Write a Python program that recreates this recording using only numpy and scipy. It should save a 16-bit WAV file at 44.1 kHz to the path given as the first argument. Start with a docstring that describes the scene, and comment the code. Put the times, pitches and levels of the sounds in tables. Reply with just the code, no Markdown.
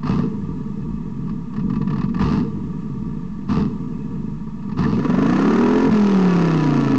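"""An old V8 idles cold on a gravel lot, its firings thumping through the muffler and popping at the pipe.
It sags, stumbles and is caught by four throttle blips, each rasping at the tailpipe.
From about 5 s it is revved hard: the firings fuse into a roar that overloads the microphone.
At 5.9 s the throttle shuts with a cough and the engine runs down."""
import sys
import numpy as np
from scipy import signal
from scipy.fft import rfft, irfft, next_fast_len
from scipy.io import wavfile
from scipy.ndimage import uniform_filter1d, map_coordinates

SR = 44100
rng = np.random.default_rng(int(sys.argv[2]) if len(sys.argv) > 2 else 0)


def persist_wave(psi):
    """Save psi, clipped to +-1, as 16-bit WAV."""
    counts = np.round(np.clip(psi, -1, 1) * 32767).astype(np.int16)
    wavfile.write(sys.argv[1], SR, np.atleast_2d(counts).T)


N = 307818
TIME_S = np.arange(N) / SR
LIFT_OFF_S, FULL_FLOW_HZ = 5.91, 32.4  # engine speeds in Hz count four-stroke cycles


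def amp(db):
    """Decibels to amplitude."""
    return 10 ** (np.asarray(db) / 20)


def unit(x):
    """x at rms 1."""
    return x / np.sqrt(np.mean(x ** 2) + 1e-20)


def even(x, window_s):
    """x at rms 1, slow swells removed."""
    width = max(int(window_s * SR), 8)
    power = uniform_filter1d(uniform_filter1d(x ** 2, width), width)
    return x / np.sqrt(np.abs(power) + 1e-6 * np.mean(x ** 2))


def during(start_s, end_s, fade_s):
    """1 from start to end, fading to 0 outside."""
    return np.clip(1 + np.minimum(TIME_S - start_s, end_s - TIME_S) / fade_s, 0, 1)


def along(points, x):
    """Interpolate (x, value) points on a log x axis."""
    at, value = np.transpose(points)
    return np.interp(np.log(x), np.log(at), value)


def wobble(rate_hz):
    """Smooth random curve."""
    knots = rng.standard_normal(int(N * rate_hz / SR) + 4)
    return map_coordinates(knots, [TIME_S * rate_hz])


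def coloured(x, points):
    """Minimum-phase filter from (freq_hz, gain_db) points."""
    size = 2 * next_fast_len(N // 2 + 8192)
    bins_hz = np.fft.rfftfreq(size, 1 / SR)
    freq_hz, gain_db = np.transpose(points)
    gain = amp(np.interp(np.log(bins_hz + 1), np.log(freq_hz), gain_db, left=-90, right=-110))
    cepstrum = irfft(np.log(gain + 1e-6))
    cepstrum[1:size // 2] *= 2
    cepstrum[size // 2 + 1:] = 0
    return irfft(rfft(x, size) * np.exp(rfft(cepstrum)))[:N]


def flare(kicks, decay_s, rise_s):
    """Envelope that rises and dies away at each kick."""
    t = np.arange(SR // 10) / SR
    return signal.fftconvolve(kicks, np.exp(-t / decay_s) * (1 - np.exp(-t / rise_s)))[:N]


def puffs(kicks, decay_s, steady):
    """Turbulence flaring at each kick over a steady flow."""
    return (unit(flare(kicks, decay_s, decay_s / 5)) + steady) * rng.standard_normal(N)


def noise_swell(centre_s, width_s, level_db, colour):
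    """Bell-shaped swell of coloured noise."""
    swell = np.exp(-((TIME_S - centre_s) / width_s) ** 2)
    return amp(level_db) * swell * even(coloured(rng.standard_normal(N), colour), 0.022)


# Throttle blips: open_s, shut_s, top_speed_hz, strength_db
THROTTLE_BLIPS = [(0.069, .21, 14, -1.5), (2.215, 2.385, 13.8, 1), (3.505, 3.612, 12.5, -0.3),
                  (4.79, 4.95, 15, -1)]
# Stumbles on a barely open throttle: start_s, end_s, held_speed_hz, boost_db
ENGINE_STUMBLES = [(1.21, 1.36, 5.1, 4.5), (1.595, 2.194, 6, 7), (4.68, 4.776, 5.2, 3.5)]
# Long rev: time_s, speed_hz
LONG_REV = [(4.95, 15), (5.12, 21.9), (5.3, 29.8), (5.45, 35.1), (5.62, 39.9), (5.86, 44.5), (6.2, 37.45),
            (6.6, 31.1), (6.98, 26)]
LEAD_S, HANG_S, SINK_S, NEAR_STALL_HZ = 0.04, 0.08, 0.91, 4.3


def engine_speed():
    """Speed in Hz: climbs at each blip, hangs, sinks towards a stall; then the long rev takes over."""
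    speed = np.full(N, NEAR_STALL_HZ)
    for open_s, shut_s, top_hz, _ in THROTTLE_BLIPS:
        climb = np.interp(TIME_S, [open_s - LEAD_S, shut_s], [NEAR_STALL_HZ, top_hz])
        sink = np.exp(-np.maximum(TIME_S - shut_s - HANG_S, 0) / SINK_S)
        speed = np.maximum(speed, climb * sink)
    for start_s, end_s, held_hz, _ in ENGINE_STUMBLES:
        speed = np.maximum(speed, held_hz * during(start_s, end_s, 0.3))
    rev_s, rev_hz = np.transpose(LONG_REV)
    return np.where(TIME_S < rev_s[0], speed, np.interp(TIME_S, rev_s, rev_hz))


def blip_effort(attack_s=0.026, sag_db_per_s=27, release_db_per_s=152):
    """Exhaust drive: about 1 as a blip bites, sagging while held, dying once the throttle shuts."""
    effort = np.zeros(N)
    for open_s, shut_s, _, strength_db in THROTTLE_BLIPS:
        sag_db = sag_db_per_s * np.maximum(TIME_S - open_s, 0)
        release_db = release_db_per_s * np.maximum(TIME_S - shut_s, 0)
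        effort += amp(strength_db - sag_db - release_db) * during(open_s, np.inf, attack_s)
    return effort


# Cylinders in firing order: pulling_db, coasting_db
CYLINDER_BALANCE = [(0.5, 3.5), (-4, 7), (-12.5, -21.5), (-17.5, 10.5), (-22, -4), (-6, -6.5), (-13.5, 6),
                    (-9, -8.5)]


def firings(cycle, uneven, scatter_db, jitter_s):
    """Eight kicks a cycle, weighted by cylinder, scattered in strength and time."""
    slot = np.floor(8 * cycle).astype(int)
    onsets = np.flatnonzero(np.diff(slot)) + 1
    pulling_db, coasting_db = np.array(CYLINDER_BALANCE)[slot[onsets] % 8].T
    cylinder_db = np.where(onsets < LIFT_OFF_S * SR, pulling_db, coasting_db)
    level_draw, time_draw = rng.standard_normal((len(onsets), 2)).T
    jittered = np.clip(onsets + (jitter_s * SR * time_draw).astype(int), 0, N - 1)
    return np.bincount(jittered, amp(uneven * cylinder_db + scatter_db * level_draw), N)


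# Muffler main chamber: freq_hz, gain_db
CHAMBER_COLOUR = [(60, -48), (120, -15), (150, -5.5), (180, -5.5), (203, 1), (235, -2), (270, -17.5),
                  (450, -38), (600, -68)]
# Muffler with its higher resonances: freq_hz, gain_db
MUFFLER_COLOUR = [(53, -42.5), (90, -18.5), (112, -23), (127, -6), (144, -1.5), (199, -3), (247, -1.5),
                  (280, -10.5), (403, -18.5), (440, -13.5), (458, -15), (500, -41.5), (600, -41.5),
                  (780, -85), (1320, -120)]
# Low exhaust boom: freq_hz, gain_db
BOOM_COLOUR = [(25, -36), (34, -31), (43, -6), (52, 1), (63, 4.5), (76, -14.5), (100, 3), (120, -1),
               (180, -41)]
# Slow-running loudness: speed_hz, relative_db
BURBLE_BY_SPEED = [(4.4, -32.5), (5.5, -32), (7, -28.5), (9, -30), (13, -28.5)]


def burble(cycle, speed_hz, effort):
    """Ragged slow firings ring the muffler; the firing rate and the beat of one bank boom below."""
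    kicks = firings(cycle, uneven=0.4, scatter_db=5.5, jitter_s=0.00058)
    gas = unit(kicks) + 0.82 * puffs(kicks, decay_s=0.014, steady=0.35)
    stumble_db = sum(db * during(start_s, end_s, 0.06) for start_s, end_s, _, db in ENGINE_STUMBLES)
    throttle = sum(during(open_s, shut_s + HANG_S / 2, 0.054) for open_s, shut_s, _, _ in THROTTLE_BLIPS)
    brightness = amp(3.5 + 10 * np.log2(speed_hz / 8) + 7.5 * throttle * np.minimum(effort, 1))
    muffled = unit(coloured(gas, CHAMBER_COLOUR)) + brightness * unit(coloured(gas, MUFFLER_COLOUR))
    loudness = np.hypot(amp(along(BURBLE_BY_SPEED, speed_hz) + stumble_db), amp(-21.5) * throttle)
    thumps = amp(3.5) * loudness * even(muffled, 0.039)
    swing = np.sin(2 * np.pi * 8 * cycle) + amp(-4) * np.sin(2 * np.pi * 5 * cycle)
    throb_db = -39.5 + 0.27 * stumble_db + 1.3 * wobble(8.7)
    throb = amp(throb_db) * even(coloured(swing, BOOM_COLOUR), 0.7)
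    thud_gain = amp(-42 + 0.5 * stumble_db) + amp(-25) * effort ** 2
    thud = thud_gain * even(coloured(gas, BOOM_COLOUR), 0.11)
    return (thumps + throb + thud) * during(0, 5.02, 0.12)


# Tailpipe resonances: freq_hz, width_hz, gain_db
PIPE_MODES = [(681.6, 21, -6), (896, 24, -5), (976, 12, 4), (1155, 20, 4), (1200, 23, -27), (1713, 49, -7),
              (2576, 30, -7.5), (2835, 35, -15.5)]


def tailpipe(x):
    """x ringing the pipe's modes, alternating in sign."""
    size = next_fast_len(N + 8192)
    f = np.fft.rfftfreq(size, 1 / SR)
    response = 0
    for k, (freq_hz, width_hz, gain_db) in enumerate(PIPE_MODES):
        damping = 1j * f * width_hz
        response += (-1) ** k * amp(gain_db) * damping / (freq_hz ** 2 - f ** 2 + damping)
    return irfft(rfft(x, size) * response, size)[:N]


# Engine bay whirr: freq_hz, gain_db
WHIRR_COLOUR = [(290, -64), (500, -17.5), (679, -13.5), (801, -17), (957, 1.5), (1050, -18), (1140, 0.5),
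                (1520, -23.5), (1750, -16.5), (2580, -27.5), (3260, -26), (6860, -31.5), (8380, -32.5),
                (10900, -63), (18400, -120)]


def chuff_and_whirr(cycle, speed_hz):
    """Soft puffs sound the tailpipe over the engine bay's whirr; both grow with speed."""
    kicks = firings(cycle, uneven=0.4, scatter_db=3, jitter_s=0.0005)
    chuff = even(tailpipe(puffs(kicks, decay_s=0.0046, steady=0.33)), 0.081)
    whirr = unit(coloured(rng.standard_normal(N), WHIRR_COLOUR))
    return amp(1.3 * np.log2(speed_hz / 10)) * (amp(-54.5) * chuff + amp(-48.5) * whirr)


# Hard firings as the engine stumbles or picks up: start_s, relative_db
HARD_FIRINGS = [(0.031, -23), (0.07, -20), (1.27, -36), (1.293, -30), (1.535, -30.5), (1.562, -25),
                (1.593, -28.5), (1.698, -24), (1.733, -26), (1.756, -24), (1.814, -24), (1.873, -24),
                (1.901, -22), (1.929, -24), (1.958, -25.5), (1.981, -23), (2.009, -20.5), (2.036, -22.5),
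                (2.088, -30), (2.142, -21.5), (2.168, -26), (2.192, -19), (2.212, -13.5), (3.495, -25),
                (3.512, -27.5), (4.625, -34.5), (4.692, -31), (4.716, -27.5), (4.771, -27), (4.793, -23),
                (4.832, -19.5), (5.045, -19.5), (5.096, -19.5)]
# Hollow spit of the pipe: freq_hz, gain_db
SPIT_COLOUR = [(500, -28.5), (900, -5), (1180, 1.5), (1500, -18), (1800, -9.5), (2250, -22), (2650, -20.5),
               (3300, -25.5), (4500, -22), (5300, -27.5), (6000, -34.5), (8000, -44.5)]


def pops():
    """Late, hard firings spit from the pipe, ring it and thump the muffler."""
    kicks = np.zeros(N)
    for start_s, relative_db in HARD_FIRINGS:
        kicks[round(start_s * SR)] = amp(relative_db)
    envelope = flare(kicks, decay_s=0.0092, rise_s=0.0022)
    spit = envelope * unit(coloured(rng.standard_normal(N), SPIT_COLOUR))
    ring = tailpipe(envelope * rng.standard_normal(N))
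    thump = coloured(kicks, MUFFLER_COLOUR)
    return amp(-6.5) * spit + amp(11.5) * ring + amp(41.5) * thump


def rev_flow(speed_hz, db_per_octave, lull_db, coasting_db, lull_delay_s=0.12, lull_width_s=0.18):
    """Layer gain in the long rev: grows up to full flow; positive lull_db ducks it after lift-off."""
    lull = np.exp(-((TIME_S - LIFT_OFF_S - lull_delay_s) / lull_width_s) ** 2)
    octaves = np.minimum(np.log2(speed_hz / FULL_FLOW_HZ), 0)
    gain_db = db_per_octave * octaves - lull_db * lull + coasting_db * during(LIFT_OFF_S, np.inf, 0.03)
    return amp(gain_db) * during(LONG_REV[0][0], np.inf, 0.014)


# Tailpipe rasp: freq_hz, gain_db
RASP_COLOUR = [(290, -36), (500, -0.5), (566, -9), (646, -10.5), (713, -1.5), (776, -8), (873, -12),
               (983, 1), (1060, -5.5), (1200, 0.5), (1430, -5.5), (1560, -15), (1730, -8.5), (2190, -19),
               (2400, -48), (3120, -39), (5280, -120)]
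# Tailpipe hiss: freq_hz, gain_db
HISS_COLOUR = [(1700, -17), (2200, -4), (2650, -1.5), (3300, -8.5), (4400, -9.5), (5300, -12),
               (6600, -14.5), (7400, -26), (8400, -19.5), (9500, -61)]


def rasp(cycle, speed_hz, effort):
    """In blips and the long rev, each firing tears out of the pipe as a sharp front and a noise burst."""
    fronts = firings(cycle, uneven=0.85, scatter_db=0.9, jitter_s=0.00002)
    jet = 0.6 * puffs(fronts, decay_s=0.003, steady=0.45) + unit(fronts)
    ring = unit(tailpipe(jet))
    spits = firings(cycle, uneven=1.38, scatter_db=-0.5, jitter_s=0.00005)
    spray = puffs(spits, decay_s=0.0034, steady=0.35) + 0.3 * unit(spits)
    hiss = even(coloured(spray, HISS_COLOUR), 0.062)
    # Fast flow damps the pipe; in blips and on the overrun it rings hollow.
    rushing = even(unit(coloured(jet, RASP_COLOUR)) + 0.28 * ring, 0.036)
    hollow = even(unit(coloured(jet, SPIT_COLOUR)) + 0.5 * ring, 0.013)
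    blips = amp(-30) * hollow * effort + amp(-45) * hiss * effort ** 2
    rev = amp(-26) * rushing * rev_flow(speed_hz, db_per_octave=9, lull_db=4, coasting_db=-0.6)
    rev += amp(-40) * hiss * rev_flow(speed_hz, db_per_octave=10, lull_db=-0.2, coasting_db=0.1)
    flow = np.minimum(speed_hz / FULL_FLOW_HZ, 1)
    overrun = amp(-34.5) * hollow * flow ** 2 * during(LIFT_OFF_S + 0.35, np.inf, 0.14)
    return blips + rev + overrun


def ping():
    """Brief narrow-band ping as the rev begins."""
    colour = [(1500, -36), (1750, -11), (1900, -13), (2200, -35)]
    return noise_swell(centre_s=4.85, width_s=0.0092, level_db=-29.5, colour=colour)


# Cycle harmonics 5 to 11: pulling_db, coasting_db
DRONE_HARMONICS = [(-21, -14), (-18, -28), (-32, -30), (-16.5, -23.5), (-21, -24), (-16.5, -18.5),
                   (-21.5, -23.5)]
# Exhaust resonance they sweep through: freq_hz, gain_db
DRONE_COLOUR = [(100, -31), (125, -12.5), (145, -7), (180, -2.5), (212, -2.5), (238, -3), (265, 1),
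                (290, -4), (335, -9.5), (380, -8), (440, -7.5), (520, -31)]
# Muffler bark: freq_hz, gain_db
BARK_COLOUR = [(35, -12), (90, -15.5), (130, -5), (190, -10), (245, 7.5), (290, -0.5), (350, -5),
               (455, -1.5), (520, -17.5), (700, -35.5), (1200, -50.5)]


def roar(cycle, speed_hz, drone_db_per_octave=5):
    """At speed the firings fuse: a few cycle harmonics drone, the rest bark through the muffler."""
    pulling = during(5.1, LIFT_OFF_S - 0.035, 0.04)
    coasting = during(LIFT_OFF_S + 0.039, np.inf, 0.035)
    swell_db = drone_db_per_octave * np.log2(speed_hz / FULL_FLOW_HZ)
    drone = np.zeros(N)
    for harmonic, (pulling_db, coasting_db) in enumerate(DRONE_HARMONICS, 5):
        strength = amp(pulling_db) * pulling + amp(coasting_db) * coasting
        body_db = along(DRONE_COLOUR, harmonic * speed_hz) + swell_db + 1.1 * wobble(30)
        drone -= strength * amp(body_db) * np.sin(2 * np.pi * harmonic * cycle)
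    kicks = firings(cycle, uneven=1.2, scatter_db=3.5, jitter_s=0.00016)
    gas = unit(kicks) + 0.59 * puffs(kicks, decay_s=0.005, steady=0.35)
    bark = even(coloured(gas, BARK_COLOUR), 0.16)
    bark *= rev_flow(speed_hz, db_per_octave=3.5, lull_db=9, coasting_db=-1)
    return amp(3.5) * drone + amp(-19.5) * bark


def cough():
    """Low cough as the throttle shuts."""
    colour = [(60, -23), (115, -10), (150, 4), (230, 3), (400, -19)]
    return noise_swell(centre_s=LIFT_OFF_S, width_s=0.044, level_db=-15, colour=colour)


def scene():
    """Mono mix; one crankshaft times all the running layers."""
    speed_hz, effort = engine_speed(), blip_effort()
    first_cylinder_s = 5.261
    cycle = np.cumsum(speed_hz) / SR
    cycle -= cycle[round(first_cylinder_s * SR)]
    accents = ping() + cough()
    exhaust = burble(cycle, speed_hz, effort) + roar(cycle, speed_hz) + rasp(cycle, speed_hz, effort)
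    return (accents + exhaust + pops() + chuff_and_whirr(cycle, speed_hz))[None]


def record(dry):
    """Microphone overload: a slightly biased input flattens the loudest peaks, then a steep low-pass."""
    ceiling, offset, hardness, cutoff_hz = 0.31, 0.02, 12, 8000
    biased = dry + offset
    clipped = biased / (1 + np.abs(biased / ceiling) ** hardness) ** (1 / hardness)
    size = next_fast_len(N + 8192)
    lowpass = 1 / (1 + (np.fft.rfftfreq(size, 1 / SR) / cutoff_hz) ** 40)
    return irfft(rfft(clipped - offset, size) * lowpass, size)[..., :N] + offset


dry = scene()
out = record(dry)
persist_wave(out)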